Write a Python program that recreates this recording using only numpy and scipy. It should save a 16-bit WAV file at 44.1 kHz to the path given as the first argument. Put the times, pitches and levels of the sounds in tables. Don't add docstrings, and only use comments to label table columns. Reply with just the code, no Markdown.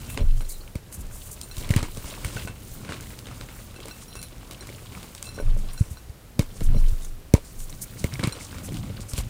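import sys
import numpy as np
from scipy import signal
from scipy.fft import rfft, irfft, next_fast_len
from scipy.io import wavfile
from scipy.ndimage import uniform_filter1d

SR = 44100
rng = np.random.default_rng(int(sys.argv[2]) if len(sys.argv) > 2 else 0)


def makeup_ratio(level_db):
    decades = np.asarray(level_db, float) / 20
    return 10 ** decades


def transcribe(signal):
    frames = np.atleast_2d(signal).T
    limited = np.clip(frames, -1, 1)
    pcm = np.round(limited * 32767).astype(np.int16)
    wavfile.write(sys.argv[1], SR, pcm)


N = 409688
T = np.arange(N) / SR

# [t/s, powder hiss level/dB, crumb crunch level/dB, weight on the table before shaping level/dB]
HAND_WORK = [(0.0, -49.5, -49, -43), (0.18, -56.5, -52, -38.5), (.3, -59, -57.5, -50),
             (0.57, -50.5, -60, -58), (0.82, -70, -62, -66), (1, -62, -54.5, -43.5),
             (1.25, -54.5, -56, -51), (1.52, -53, -55, -52), (1.6, -44, -49.5, -41),
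             (1.76, -68, -48.5, -43), (1.91, -52, -53.5, -48), (2.08, -48.5, -48, -41),
             (2.3, -54, -45.5, -42.5), (2.44, -48, -48.5, -40), (2.51, -60.5, -57, -44),
             (2.75, -48, -52, -43), (2.9, -64, -48.5, -41.5), (3.1, -49.5, -52.5, -45),
             (3.22, -58, -55.5, -44), (3.3, -59, -52.5, -40.5), (3.52, -55.5, -53.5, -46),
             (3.6, -51.5, -52.5, -45), (3.75, -61, -53, -46), (3.98, -52.5, -55, -48),
             (4.2, -66, -56.5, -48), (4.34, -61, -55, -49.5), (4.68, -58, -51, -44.5),
             (4.82, -56, -54.5, -47), (4.97, -56, -48.5, -39.5), (5.12, -54.5, -54.5, -52.5),
             (5.45, -65, -52.5, -38.5), (5.69, -59, -52, -45.5), (5.93, -57, -55.5, -51),
             (6.1, -68, -68, -65), (6.38, -70, -72.5, -68), (6.45, -59, -58.5, -49),
             (6.75, -59, -50.5, -32), (6.91, -52.5, -55, -53), (7.06, -57, -59.5, -50),
             (7.13, -62, -67, -56), (7.33, -73, -71.5, -65), (7.45, -56.5, -62.5, -55),
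             (7.81, -53, -57, -46.5), (8.12, -53.5, -51, -38.5), (8.36, -60, -48.5, -51),
             (8.52, -54.5, -52, -39.5), (8.75, -57, -51, -33.5), (8.98, -58, -52, -41),
             (9.29, -60, -51, -39)]
# [f/Hz, relative density level/dB]
HISS_SPECTRUM = [(1760, -56), (3000, -20), (3620, -5), (4030, -5), (4410, -3.5), (4860, -6), (6900, -1),
                 (8400, -1.5), (9200, -0.5), (11200, -3.5), (12300, -8), (13900, 0), (15500, 1),
                 (16000, -19)]
CRUNCH_SPECTRUM = [(240, 13.5), (400, 1.5), (569, 1.5), (757, -5), (1100, -1), (1230, -3.5), (1530, -3.5),
                   (1770, -7), (2150, -6), (2610, -6), (2970, -4.5), (3390, -7), (3860, -6.5),
                   (5930, -13.5), (9000, -11.5), (11700, -25), (19800, -120)]
RUMBLE_SPECTRUM = [(76, -19), (130, 0), (162, -2), (215, -1.5), (319, -12.5), (484, -36), (577, -28),
                   (800, -24), (1040, -48), (1760, -120)]
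TABLE_HUM_SPECTRUM = [(22, -65), (38, -1), (54, -10.5), (70, -6), (107, -5.5), (121, -4.5), (150, -37),
                      (200, -58), (330, -120)]
DUST_SPECTRUM = [(2060, -12), (3500, -10), (3870, -7), (5930, -7.5), (9260, -5.5), (11500, -15),
                 (13600, -14), (15200, -11), (16000, -23)]
# [f/Hz, relative density level/dB]
PORT_SPECTRUM = [(200, 23), (1500, -3.5), (9500, 0), (11700, -7), (14000, -2.5), (17000, -18)]
TABLE_HUM_DB = -1

# [t/s, crack peak level/dB, crack pitch f/Hz, dust drive level/dB, crumbs drive level/dB]
SNAP_EVENTS = [(.099, -32, 2570, -46, -45), (.143, -36, 3300, -52, -41.5), (.173, -24, 2655, -46, -18),
               (.406, -41, 1510, -51, -29), (.676, -37, 3000, -50, -48), (.7537, -35, 2260, -33, -27),
               (.9245, -47, 9050, -36, -39), (1.4128, -24, 9050, -28.5, -58), (1.5667, -32, 4070, -32, -30),
               (1.5808, -42, 9130, -27.5, -36), (1.6102, -38, 2130, -36, -44),
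               (1.6353, -34, 2300, -51, -51), (1.645, -28, 3770, -48, -56), (1.6703, -40, 7520, -44, -40),
               (1.6905, -32, 2210, -29, -40), (1.705, -24.5, 3080, -25, -44), (1.7105, -26, 2160, -30, -30),
               (1.7371, -19.5, 2200, -30, -18), (1.7618, -20, 2900, -21.5, -18),
               (1.7645, -25, 2300, -33, -30), (1.7704, -29, 1570, -51, -22), (1.7805, -30, 1000, -55, -40),
               (1.7875, -26, 1300, -53, -36), (1.804, -30, 1190, -50, -36), (1.8274, -40, 2290, -28, -15.5),
               (1.839, -37, 2250, -50, -45), (1.851, -36, 1100, -44, -42), (1.883, -37, 1000, -55, -47),
               (1.948, -40, 3500, -35, -40), (1.9716, -33.5, 3670, -33, -30), (2.0413, -43, 7520, -44, -26),
               (2.1244, -42, 6000, -39, -51), (2.2135, -45, 3000, -48, -47), (2.228, -44, 3200, -42, -42),
               (2.2457, -25, 1570, -27, -36), (2.249, -32, 3200, -29, -39), (2.3467, -44, 2700, -38, -41),
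               (2.366, -31, 1540, -40, -25), (2.4737, -31, 1010, -39, -21), (2.8474, -43, 2270, -50, -28),
               (2.8902, -29, 1470, -52, -22), (2.9065, -40, 2000, -44, -36),
               (2.9208, -26.5, 1500, -56, -27), (2.931, -31, 3500, -52, -42), (2.94, -35, 2500, -44, -45),
               (2.959, -38, 1500, -50, -47), (2.978, -43, 1200, -55, -49), (3.0074, -38, 6400, -33, -38),
               (3.026, -42, 7000, -44, -46), (3.069, -40, 3500, -48, -43), (3.103, -38.5, 2100, -55, -31),
               (3.1885, -29, 4400, -31, -59), (3.2558, -34, 3220, -48, -35), (3.268, -30, 4200, -46, -27),
               (3.312, -37, 1300, -52, -30), (3.344, -42, 4500, -48, -50), (3.406, -42, 7000, -42, -50),
               (3.4105, -27, 4830, -41, -27), (3.435, -44, 6500, -54, -53), (3.4865, -38, 2140, -57, -28),
               (3.802, -34, 3250, -38, -46), (3.8551, -32, 8500, -38, -33), (3.8823, -29, 9550, -44, -26),
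               (4.153, -41, 1490, -35, -28), (4.215, -38, 9500, -33, -53), (4.227, -28, 10700, -34, -37),
               (4.283, -42, 3500, -42, -57), (4.38, -41, 5260, -51, -57), (4.5096, -48, 2960, -30, -27),
               (4.6004, -51, 2500, -52, -47), (4.628, -48, 2300, -52, -36), (4.6693, -45, 1200, -34, -37),
               (4.6897, -36, 2220, -41, -49), (4.725, -45, 2500, -50, -38), (4.9205, -34, 2250, -51, -40),
               (4.9487, -34, 2290, -51, -38), (4.973, -37, 1300, -50, -42), (5.0286, -35, 3040, -37, -34.5),
               (5.1484, -31, 6310, -32, -37), (5.2256, -18.5, 8060, -31, -57), (5.236, -38, 7800, -44, -55),
               (5.3165, -40, 9000, -52, -57), (5.387, -34, 1520, -57, -57), (5.7314, -41, 8750, -49, -57),
               (6.094, -46, 4300, -48, -48), (6.3921, -26.5, 2350, -17.5, -13),
               (6.409, -35, 2150, -36, -35), (6.6054, -40, 1730, -35, -27.5), (7.0095, -43, 3500, -44, -55),
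               (7.031, -37, 9000, -46, -60), (7.047, -29, 9780, -50, -59), (7.3376, -23, 2200, -17, -14.5),
               (7.6026, -32, 6260, -39, -42), (7.695, -31, 6100, -55, -58), (7.7253, -35, 4300, -46, -38),
               (7.739, -42, 6000, -51, -60), (7.808, -43, 6000, -55, -62), (7.817, -34, 9550, -45, -68),
               (8.001, -42, 8250, -34, -41), (7.348, -31, 2100, -53, -48), (7.35, -24, 950, -57, -53),
               (7.366, -39, 900, -57, -52), (7.376, -38, 900, -55, -52), (7.359, -40, 2200, -54, -52),
               (8.0406, -25, 2200, -23.5, -20.5), (8.057, -45, 2200, -59, -53),
               (8.067, -47, 2200, -62, -56), (8.1224, -33, 2190, -50, -48), (8.13, -38, 1500, -55, -35),
               (8.1373, -25.5, 4790, -37, -37), (8.154, -29.5, 2250, -48, -52),
               (8.1928, -27, 1570, -49, -20), (8.196, -30, 2200, -40, -35), (8.2287, -25, 1610, -42, -26),
               (8.234, -31, 2300, -36, -20), (8.2372, -17, 3730, -45, -12), (8.2712, -27, 2200, -24.5, -24),
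               (8.281, -33, 2200, -53, -60), (8.2924, -31, 4500, -50, -61), (8.3684, -43, 1730, -60, -44),
               (8.4085, -36, 2100, -52, -36), (8.513, -38, 3190, -52, -44), (8.527, -32.5, 1540, -60, -43),
               (8.544, -38, 1300, -58, -34), (8.5825, -36, 1380, -41, -27), (8.689, -33, 3280, -38, -51),
               (8.7205, -40, 2000, -40, -37), (8.742, -29, 3870, -36, -31), (8.768, -31, 3170, -32, -34),
               (8.833, -44, 2190, -55, -50), (8.855, -42, 2940, -53, -30), (8.895, -44, 3800, -54, -45),
               (9.0052, -41, 2780, -35.5, -36), (9.1335, -25, 8950, -27, -28),
               (9.178, -23, 9160, -24.5, -17.5), (9.186, -30.5, 4500, -34, -33)]
PIECE_CYCLES = 11
CRACK_AFTER_MS = 0.8
SPRAY_DB, SPRAY_SLOPE = -5.5, -0.29
DUST_SPRAY_DB = -1
TICK_AFTER_MS = 1.4
TICK_DB, TICK_MS = -11.5, 0.075
DULL_TICK_DB, DULL_TICK_MS = -9.5, 0.33
CRUMBS_BOWL_DB, CRACK_BOWL_DB = -21.5, -19.5
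SMALL_COUNT = 500
CROWDING = 1.9
SMALL_CRACK_DB, SMALL_BURST_DB = -3, -1.5
SMALL_SCATTER_DB = 11

# [t/s, peak level/dB, first swing/ms, decay setting/ms, direction +1 or -1,
# evenness of the swings (1 = all alike)]
THUD_EVENTS = [(.196, -24, 2.8, 7.3, -1, .6), (0.211, -13.5, 3.5, 16, 1, 0.57),
               (0.237, -16, 4.2, 27, 1, 0.63), (0.756, -18.5, 1.9, 7.1, 1, 0.56),
               (0.977, -30, 2.8, 80, 1, 0.68), (1.578, -24, 3.6, 9.9, -1, 0.56),
               (1.7045, -9, 3.5, 6.8, 1, 0.79), (1.7614, -8.5, 2.7, 11, 1, 0.75),
               (1.8282, -17, 4.3, 2.8, 1, 0.53), (1.976, -25, 2.55, 4.6, -1, .7),
               (2.044, -26.5, 6.3, 7.1, 1, 0.64), (2.249, -21, 6.1, 6.9, -1, .9),
               (2.272, -28, 3.1, 6, 1, 0.8), (2.358, -23, 3.1, 8, -1, 0.78),
               (2.45, -26, 2.5, 2.5, -1, 0.65), (2.893, -23, 1.67, 12, 1, .6),
               (4.972, -32, 2.2, 16, 1, 0.63), (5.808, -6.5, 5.45, 5.8, 1, 1.03),
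               (5.91, -24, 4.6, 11, -1, 0.81), (6.095, -28.5, 6, 5.8, -1, 0.86),
               (6.3939, -7, 1.8, 5.4, 1, 0.61), (6.616, -18, 1.24, 12, 1, 0.58),
               (6.756, -19, 2.1, 14, -1, 0.62), (6.7672, -15, 3.7, 2.3, 1, .6),
               (7.339, -1, 1.84, 6.6, 1, 0.56), (8.0433, -12, 2.1, 5, 1, 0.58),
               (8.128, -25.5, 3.8, 33, 1, 1.), (8.196, -20, 2.5, 6.5, -1, 0.77),
               (8.23, -24, 1.08, 28, -1, 0.67), (8.242, -14, 3.1, 5.8, -1, 0.86),
               (8.2729, -14, 2.23, 7.3, 1, 0.77), (8.7208, -20, 1.7, 6.9, 1, 0.63),
               (8.7682, -33, 4, 18, 1, .6), (8.9965, -27, 1, 27, -1, 0.56), (9.135, -20.5, 6.6, 3.2, 1, .6),
               (9.182, -18, 2.2, 25, 1, 0.58)]
BUILD_UP = 0.5
HARDENING = 0.24

# [start t/s, length/s, level before swell and spectrum/dB, pitch f/Hz]
SLIDE_EVENTS = [(0.069, 0.14, -53, 2760), (0.088, 0.077, -38, 12700), (0.366, 0.038, -46.5, 9150),
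                (0.484, 0.071, -35, 11000), (.54, 0.077, -61, 9200), (0.913, 0.069, -37.5, 10800),
                (0.978, 0.062, -43.5, 11000), (1.111, 0.057, -43.5, 10400), (1.147, 0.054, -40, 11100),
                (1.187, 0.18, -42.5, 11200), (1.303, 0.057, -37.5, 11200), (2.051, 0.088, -43.5, 8000),
                (2.415, 0.064, -48, 8000), (4, 0.072, -48, 8000), (5.229, 0.082, -49, 8000),
                (5.566, 0.066, -49.5, 9000), (5.767, 0.085, -48, 8500), (5.843, 0.057, -51, 8500),
                (5.897, 0.055, -44, 11000), (6.535, 0.12, -49.5, 7700), (6.627, 0.058, -42.5, 10100),
                (6.778, 0.045, -49, 8000), (6.878, 0.025, -43.5, 8000), (6.997, 0.12, -49.5, 8860),
                (7.438, 0.11, -50, 7400), (7.58, 0.088, -41.5, 10100), (7.698, 0.012, -36, 9900),
                (7.812, 0.038, -32, 10400), (7.972, 0.074, -45, 7560), (8.39, 0.1, -43, 7200),
                (8.63, 0.055, -39, 9800), (9.002, .04, -45.5, 6500), (9.083, 0.061, -40, 8900),
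                (9.16, 0.074, -36, 9800)]
SLIDE_WIDTH = 0.82
# [start t/s, length/s, # level before swell and spectrum/dB,
# pitch f/Hz, width/Hz]
SCRAPE_EVENTS = [(0.076, .06, -50, 2900, 1000), (.175, .06, -46, 2900, 1500),
                 (0.497, .032, -44.5, 4440, 900), (.5, 0.033, -55, 2200, 300),
                 (0.518, .065, -49, 4020, 450), (0.607, .022, -50, 4300, 450),
                 (2.058, 0.12, -48, 2870, 1800), (2.378, 0.079, -44, 2600, 2500),
                 (7.008, .07, -57, 3700, 300), (7.045, .012, -42, 6500, 800), (8.045, .03, -51, 2250, 400),
                 (8.111, .05, -49, 2200, 500), (9.14, .09, -43, 3480, 2500), (8.24, 0.049, -40, 2200, 700)]

# [t/s, kick level/dB]
KNOCK_EVENTS = [(0.182, -23.5), (.193, -28), (.205, -21), (.217, -26), (0.227, -25.5), (0.753, -27.5),
                (1.705, -19), (1.734, -25), (1.828, -20.5), (1.971, -25.5), (2.366, -26), (2.473, -26.5),
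                (2.921, -25), (3.855, -27), (4.69, -32), (5.379, -23), (5.4, -17), (5.412, -26),
                (5.426, -28.5), (5.566, -27.5), (6.3935, -10.5), (6.4, -31), (6.61, -24), (6.747, -22),
                (6.757, -32), (6.767, -22.5), (7.3395, -10.5), (7.348, -20), (7.362, -29), (7.38, -25),
                (8.042, -19), (8.193, -26), (8.232, -22), (8.687, -25.5), (8.9, -28), (8.994, -34.5),
                (9.181, -27)]
# [f/Hz, width setting/Hz, level/dB]
BOWL_MODES = [(305, 20, -13.5), (450, 52, -4.5), (550, 81, 0), (950, 140, -11.5), (2200, 176, -11)]
GRIT_PER_S, GRIT_DB = 250.0, -15.5

# [t/s, then rms level/dB of mode 1, mode 2, mode 3, mode 4,
# modes 5-6, modes 7-10]
CLINK_EVENTS = [(.086, -62, -50, -56.5, -62, -64.5, -62), (.114, -62, -45, -53, -62, -64, -64),
                (.206, -60, -57, -43, -54, -62, -64), (0.409, -48, -64, -47, -54, -47, -50),
                (0.449, -57, -56, -46, -59, -51, -64), (1.432, -62, -59, -46, -59, -39, -51),
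                (1.513, -52, -52, -35, -47, -49, -51), (2.37, -32, -60, -47, -58, -54, -58),
                (2.379, -48, -41, -58, -60, -60, -60), (2.4742, -35, -42.5, -60, -62, -50, -58),
                (3.7615, -51, -47, -45, -53, -53, -54), (3.911, -44, -46, -39, -46, -60, -63),
                (4.0817, -63, -65, -58, -47, -56, -49), (4.135, -66, -67, -65, -52, -50, -53),
                (4.155, -48, -50, -55, -48, -55, -53), (4.1648, -47, -54, -53, -55, -48, -45),
                (4.1907, -52, -53, -46, -51, -48, -47), (4.228, -55, -60, -42, -47, -46, -39),
                (4.608, -60, -60, -40, -45, -47, -56), (5.246, -64, -57, -52, -57, -54, -53),
                (5.2539, -66, -49, -52, -49, -44, -50), (5.27, -67, -54, -39, -50, -54, -50),
                (5.29, -51, -56, -37, -52, -48, -47), (5.3438, -64, -62, -55, -52, -52, -52),
                (5.358, -66, -63, -52, -48, -56, -61), (5.386, -39, -56, -45, -59, -57, -60),
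                (5.402, -48, -60, -54, -50, -54, -47), (5.7066, -64, -64, -53, -53, -60, -60),
                (5.732, -58, -57, -55, -62, -43, -44), (5.777, -46, -52, -37, -46, -54, -54),
                (5.972, -50, -60, -43.5, -52, -66, -70), (8.324, -48, -58, -31.5, -41, -37.5, -47)]
# [start t/s, length/s, second mode level/dB,
# third mode level/dB, higher modes level/dB]
RATTLE_EVENTS = [(0.276, .04, -66, -66, -72), (4.08, 0.19, -76, -58, -60), (5.242, 0.17, -62, -60, -62.5),
                 (6.75, 0.039, -63, -57, -58)]
BANGLE_MODE_HZ = [1505, 2664, 4101, 5621, 7197, 8742, 10400, 12020, 13920, 15440]
BANGLE_RING_S = [0.041, 0.15, 0.041, 0.074, .07, 0.072, 0.08, 0.08, 0.08, .06]
BANGLE_TRIM_DB = [-1.5, -4, -3.5, -3, -9, -3, -3, -20, -12, -18]
FREE_RING_DB, FREE_RING_TIMES = -11, 2.4

# [t/s of widest swing, level/dB, build-up/s, dying away/(dB per s)]
JOLT_EVENTS = [(.3, -12.5, 0.11, 96), (.57, -34, .1, 108), (1.07, -34, 0.073, 100), (1.8, -30, 0.31, 62),
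               (2.74, -42, .1, 120), (4.29, -52, 0.13, 120), (5.5, -13.5, 0.096, 83),
               (6.42, -30, 0.044, 142), (6.69, -12, 0.092, 66), (6.86, -12, 0.25, 117),
               (7.12, -29.5, 0.34, 150), (7.4, -40, .1, 200), (7.62, -29.5, 0.092, 92)]
SWAY_HZ = 22.4
TREMBLE_DB = -21
SHUDDER_DB = -18.5

# [f/Hz, relative density level/dB]
ROOM_SPECTRUM = [(18, -20), (30, -4.5), (50, -4), (110, -9.5), (250, -20), (500, -22), (943, -29.5),
                 (2080, -33), (6000, -38), (9500, -38.5), (12000, -38.5), (14000, -39), (16200, -46)]
ROOM_DB = -46


def colour(x, points):
    size = next_fast_len(N + 8192)
    hz, db = np.transpose(points)
    bins_hz = np.fft.rfftfreq(size, 1 / SR)
    gain = makeup_ratio(np.interp(np.log(bins_hz + 1), np.log(hz), db, left=-90, right=-90))
    return irfft(rfft(x, size) * gain / np.sqrt(np.mean(gain ** 2)), size)[:N]


def band(x, hz, width):
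    edges = np.clip([hz - width / 2, hz + width / 2], 100, 0.45 * SR)
    sos = signal.butter(3, edges, "band", fs=SR, output="sos")
    return signal.sosfilt(sos, x) * np.sqrt(SR / 2 / width)


def curve(table, column):
    rows = np.array(table)
    return makeup_ratio(np.interp(T, rows[:, 0], rows[:, column]))


def add(out, s, x):
    i = int(s * SR)
    out[i:i + len(x)] += x[:max(N - i, 0)]


def ring(x, hz, t60):
    pole = np.exp(2j * np.pi * hz / SR - np.log(1000) / (t60 * SR))
    return signal.lfilter([1], [1, -pole], x + 1e-18).imag


def flicker(rate, depth_db):
    k = int(SR / rate)
    steps = np.repeat(rng.standard_normal(N // k + 1), k)[:N]
    return makeup_ratio(depth_db * uniform_filter1d(steps, k))


def grains(per_s, spread_db, tail_ms):
    when, size = rng.random((N, 2)).T
    heights = np.minimum(size ** (-spread_db / 20 * np.log(10)), 12)
    kicks = (when < per_s / SR) * heights
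    decay = np.exp(-1000 / (tail_ms * SR))
    power = signal.lfilter([1], [1, -decay], kicks ** 2 + 1e-18)
    x = np.sqrt(power) * rng.standard_normal(N)
    return x / np.std(x)


def patter(centres_hz, per_s, spread_db, tail_ms, patchy_db):
    together = flicker(20.0, patchy_db)
    x = np.zeros(N)
    for hz in centres_hz:
        particles = band(grains(per_s, spread_db, tail_ms), hz, 0.69 * hz)
        x += particles * np.sqrt(hz) * flicker(25.0, patchy_db)
    return together * x / np.std(x)


def hands():
    powder = patter([3500, 7000, 14000], 4100.0, 2.9, 1.9, patchy_db=0.5)
    hiss = colour(powder, HISS_SPECTRUM) * curve(HAND_WORK, 1) * flicker(7.0, 0.28)
    crumbs = patter([500, 1000, 2000, 4000, 8000], 600.0, 4.2, 2.04, patchy_db=1.5)
    crunch = colour(crumbs, CRUNCH_SPECTRUM) * curve(HAND_WORK, 2)
    pushes = grains(600.0, 1.13, 3.3) * curve(HAND_WORK, 3)
    rumble = makeup_ratio(-5.0) * colour(pushes, RUMBLE_SPECTRUM) * flicker(8.7, 2.3)
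    hum = makeup_ratio(TABLE_HUM_DB) * colour(pushes, TABLE_HUM_SPECTRUM) * flicker(8.0, 2.44)
    return hiss + crunch + rumble + hum


def small_snaps():
    place, pitch, *scatter = rng.random((SMALL_COUNT, 5)).T
    crunch = curve(HAND_WORK, 2)
    chance = crunch ** CROWDING
    i = np.searchsorted(np.cumsum(chance), place * np.sum(chance) * (1 - 1 / N))
    db = 20 * np.log10(crunch[i]) + SMALL_SCATTER_DB * np.log(1 - np.array(scatter))
    hz = 1200 * 6 ** (pitch ** 2)
    return np.transpose([i / SR, db[0] + SMALL_CRACK_DB, hz, *(db[1:] + SMALL_BURST_DB)])


def snaps():
    puffs, bright, dull, cracks, ticks, tocks = np.zeros((6, N))
    ms = np.arange(int(0.3 * SR)) * 1000 / SR
    burst = (ms / 1.98 * np.exp(1 - ms / 1.63)) ** 2
    settling = (1 - np.exp(-ms / 17.2)) * np.exp(-ms / 14.8)
    tick_shape, tock_shape = np.exp(-ms[:256] / TICK_MS), np.exp(-ms[:256] / DULL_TICK_MS)
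    for s, peak_db, hz, dust_db, crumbs_db in [*SNAP_EVENTS, *small_snaps()]:
        spray = makeup_ratio(SPRAY_DB + SPRAY_SLOPE * (max(dust_db, crumbs_db) + 35.0)) * settling
        add(puffs, s, makeup_ratio(dust_db - 1.5) * burst)
        add(bright, s, makeup_ratio(dust_db + DUST_SPRAY_DB) * spray)
        add(dull, s, makeup_ratio(crumbs_db) * (makeup_ratio(-11.0) * burst + spray))
        tick_s = s + TICK_AFTER_MS / 1000
        add(ticks, tick_s, makeup_ratio(dust_db + TICK_DB) * tick_shape * rng.standard_normal(256))
        add(tocks, tick_s, makeup_ratio(crumbs_db + DULL_TICK_DB) * tock_shape * rng.standard_normal(256))
        push = burst[:2048:2] * rng.standard_normal(1024)
        crack = ring(push, hz, PIECE_CYCLES / hz)
        add(cracks, s + CRACK_AFTER_MS / 1000, makeup_ratio(peak_db) * crack / np.abs(crack).max())
    dust_noise = puffs * grains(9000.0, 1.5, 0.25) + bright * grains(2500.0, 2.4, 0.68)
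    dust = colour(dust_noise, DUST_SPECTRUM)
    crumbs = colour(dull * grains(1400.0, 1.6, 0.45), CRUNCH_SPECTRUM)
    strikes = np.diff(crumbs + makeup_ratio(CRACK_BOWL_DB - CRUMBS_BOWL_DB) * cracks, prepend=0)
    landed = sum(ring(strikes, hz, 1.65 / width) for hz, width, _ in BOWL_MODES[3:])
    ticking = colour(tocks, CRUNCH_SPECTRUM[3:]) + colour(ticks, PORT_SPECTRUM[1:])
    return dust + crumbs + makeup_ratio(CRUMBS_BOWL_DB) * landed + cracks + ticking


def thuds():
    out = np.zeros(N)
    ms = np.arange(int(0.12 * SR)) * 1000 / SR
    for s, db, swing_ms, decay_ms, direction, evenness in THUD_EVENTS:
        rise_ms = BUILD_UP * makeup_ratio(-HARDENING * db) * swing_ms
        rise = 1 - np.exp(-(ms / rise_ms) ** 2)
        fall = np.exp(-(ms / (0.73 * decay_ms)) ** 0.84)
        wave = rise * fall * np.sin(np.pi * (ms / swing_ms) ** evenness)
        add(out, s, np.sign(direction) * makeup_ratio(db) * wave / np.abs(wave).max())
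    return out


def swishes():
    out = np.zeros(N)
    slides = [(*row, SLIDE_WIDTH * row[3]) for row in SLIDE_EVENTS]
    for s, length, db, hz, width in [*slides, *SCRAPE_EVENTS]:
        u = np.linspace(0, 1, int(length * SR))
        hiss = band(rng.standard_normal(8192), hz, width)[-len(u):]
        add(out, s, makeup_ratio(db) * np.sin(np.pi * u ** 0.67) * hiss)
    return colour(out * flicker(150.0, 2.9), PORT_SPECTRUM)


def knocks():
    kicks = np.zeros(N)
    for s, db in KNOCK_EVENTS:
        add(kicks, s, makeup_ratio(db) * np.hanning(16) / 16.7)
    taps = np.diff(grains(GRIT_PER_S, 1.6, 0.2), prepend=0)
    grit = taps * curve(HAND_WORK, 2) * makeup_ratio(GRIT_DB)
    return sum(makeup_ratio(db) * ring(kicks + grit, hz, 2.76 / width) for hz, width, db in BOWL_MODES)


def bangle_gains(group_db):
    return makeup_ratio(np.repeat(group_db, [1, 1, 1, 1, 2, 4]) + np.array(BANGLE_TRIM_DB))


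def bangle():
    kicks = np.zeros((len(BANGLE_MODE_HZ), N))
    for s, *group_db in CLINK_EVENTS:
        kicks[:, int(s * SR)] += np.sqrt(2) * bangle_gains(group_db)
    chatter = grains(900.0, 1.5, 1.7)
    steady = np.sqrt(4 * np.log(1000) / SR / np.array(BANGLE_RING_S))
    for s, length, low_db, db, high_db in RATTLE_EVENTS:
        push = bangle_gains([db - 18, low_db, db, high_db, high_db - 14, high_db]) * steady
        kicks += np.outer(push, chatter * (T > s) * (T < s + length))
    out = np.zeros(N)
    for kick, hz, t60 in zip(kicks, BANGLE_MODE_HZ, BANGLE_RING_S):
        free = makeup_ratio(FREE_RING_DB) * ring(kick, hz, FREE_RING_TIMES * t60)
        out += (ring(kick, hz, t60) + free) * flicker(70.0, 2.2)
    return out


def sway():
    size = makeup_ratio(TREMBLE_DB) * curve(HAND_WORK, 3) * flicker(3.4, 6.2)
    for s, db, rise_s, db_per_s in JOLT_EVENTS:
        below_db = np.where(T < s, 25 * ((s - T) / rise_s) ** 2, db_per_s * (T - s))
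        size = np.maximum(size, makeup_ratio(db - below_db))
    drift = 1 + 0.03 * np.log(flicker(17.0, 8.6))
    swing = np.sqrt(2) * np.sin(2 * np.pi * np.cumsum(SWAY_HZ * drift) / SR)
    shudder = makeup_ratio(SHUDDER_DB) * colour(grains(150.0, 3.4, 4.9), TABLE_HUM_SPECTRUM)
    return size * (swing + shudder)


def room():
    return makeup_ratio(ROOM_DB) * colour(rng.standard_normal(N), ROOM_SPECTRUM)


def scene():
    close = hands() + swishes() + snaps() + thuds() + knocks() + bangle()
    return (close + sway() + room())[None]


def band_limit(x):
    return signal.sosfilt(signal.butter(12, 16330, fs=SR, output="sos"), x)


def record(dry):
    return band_limit(np.clip(dry, -1, 1))


dry = scene()
out = record(dry)
transcribe(out)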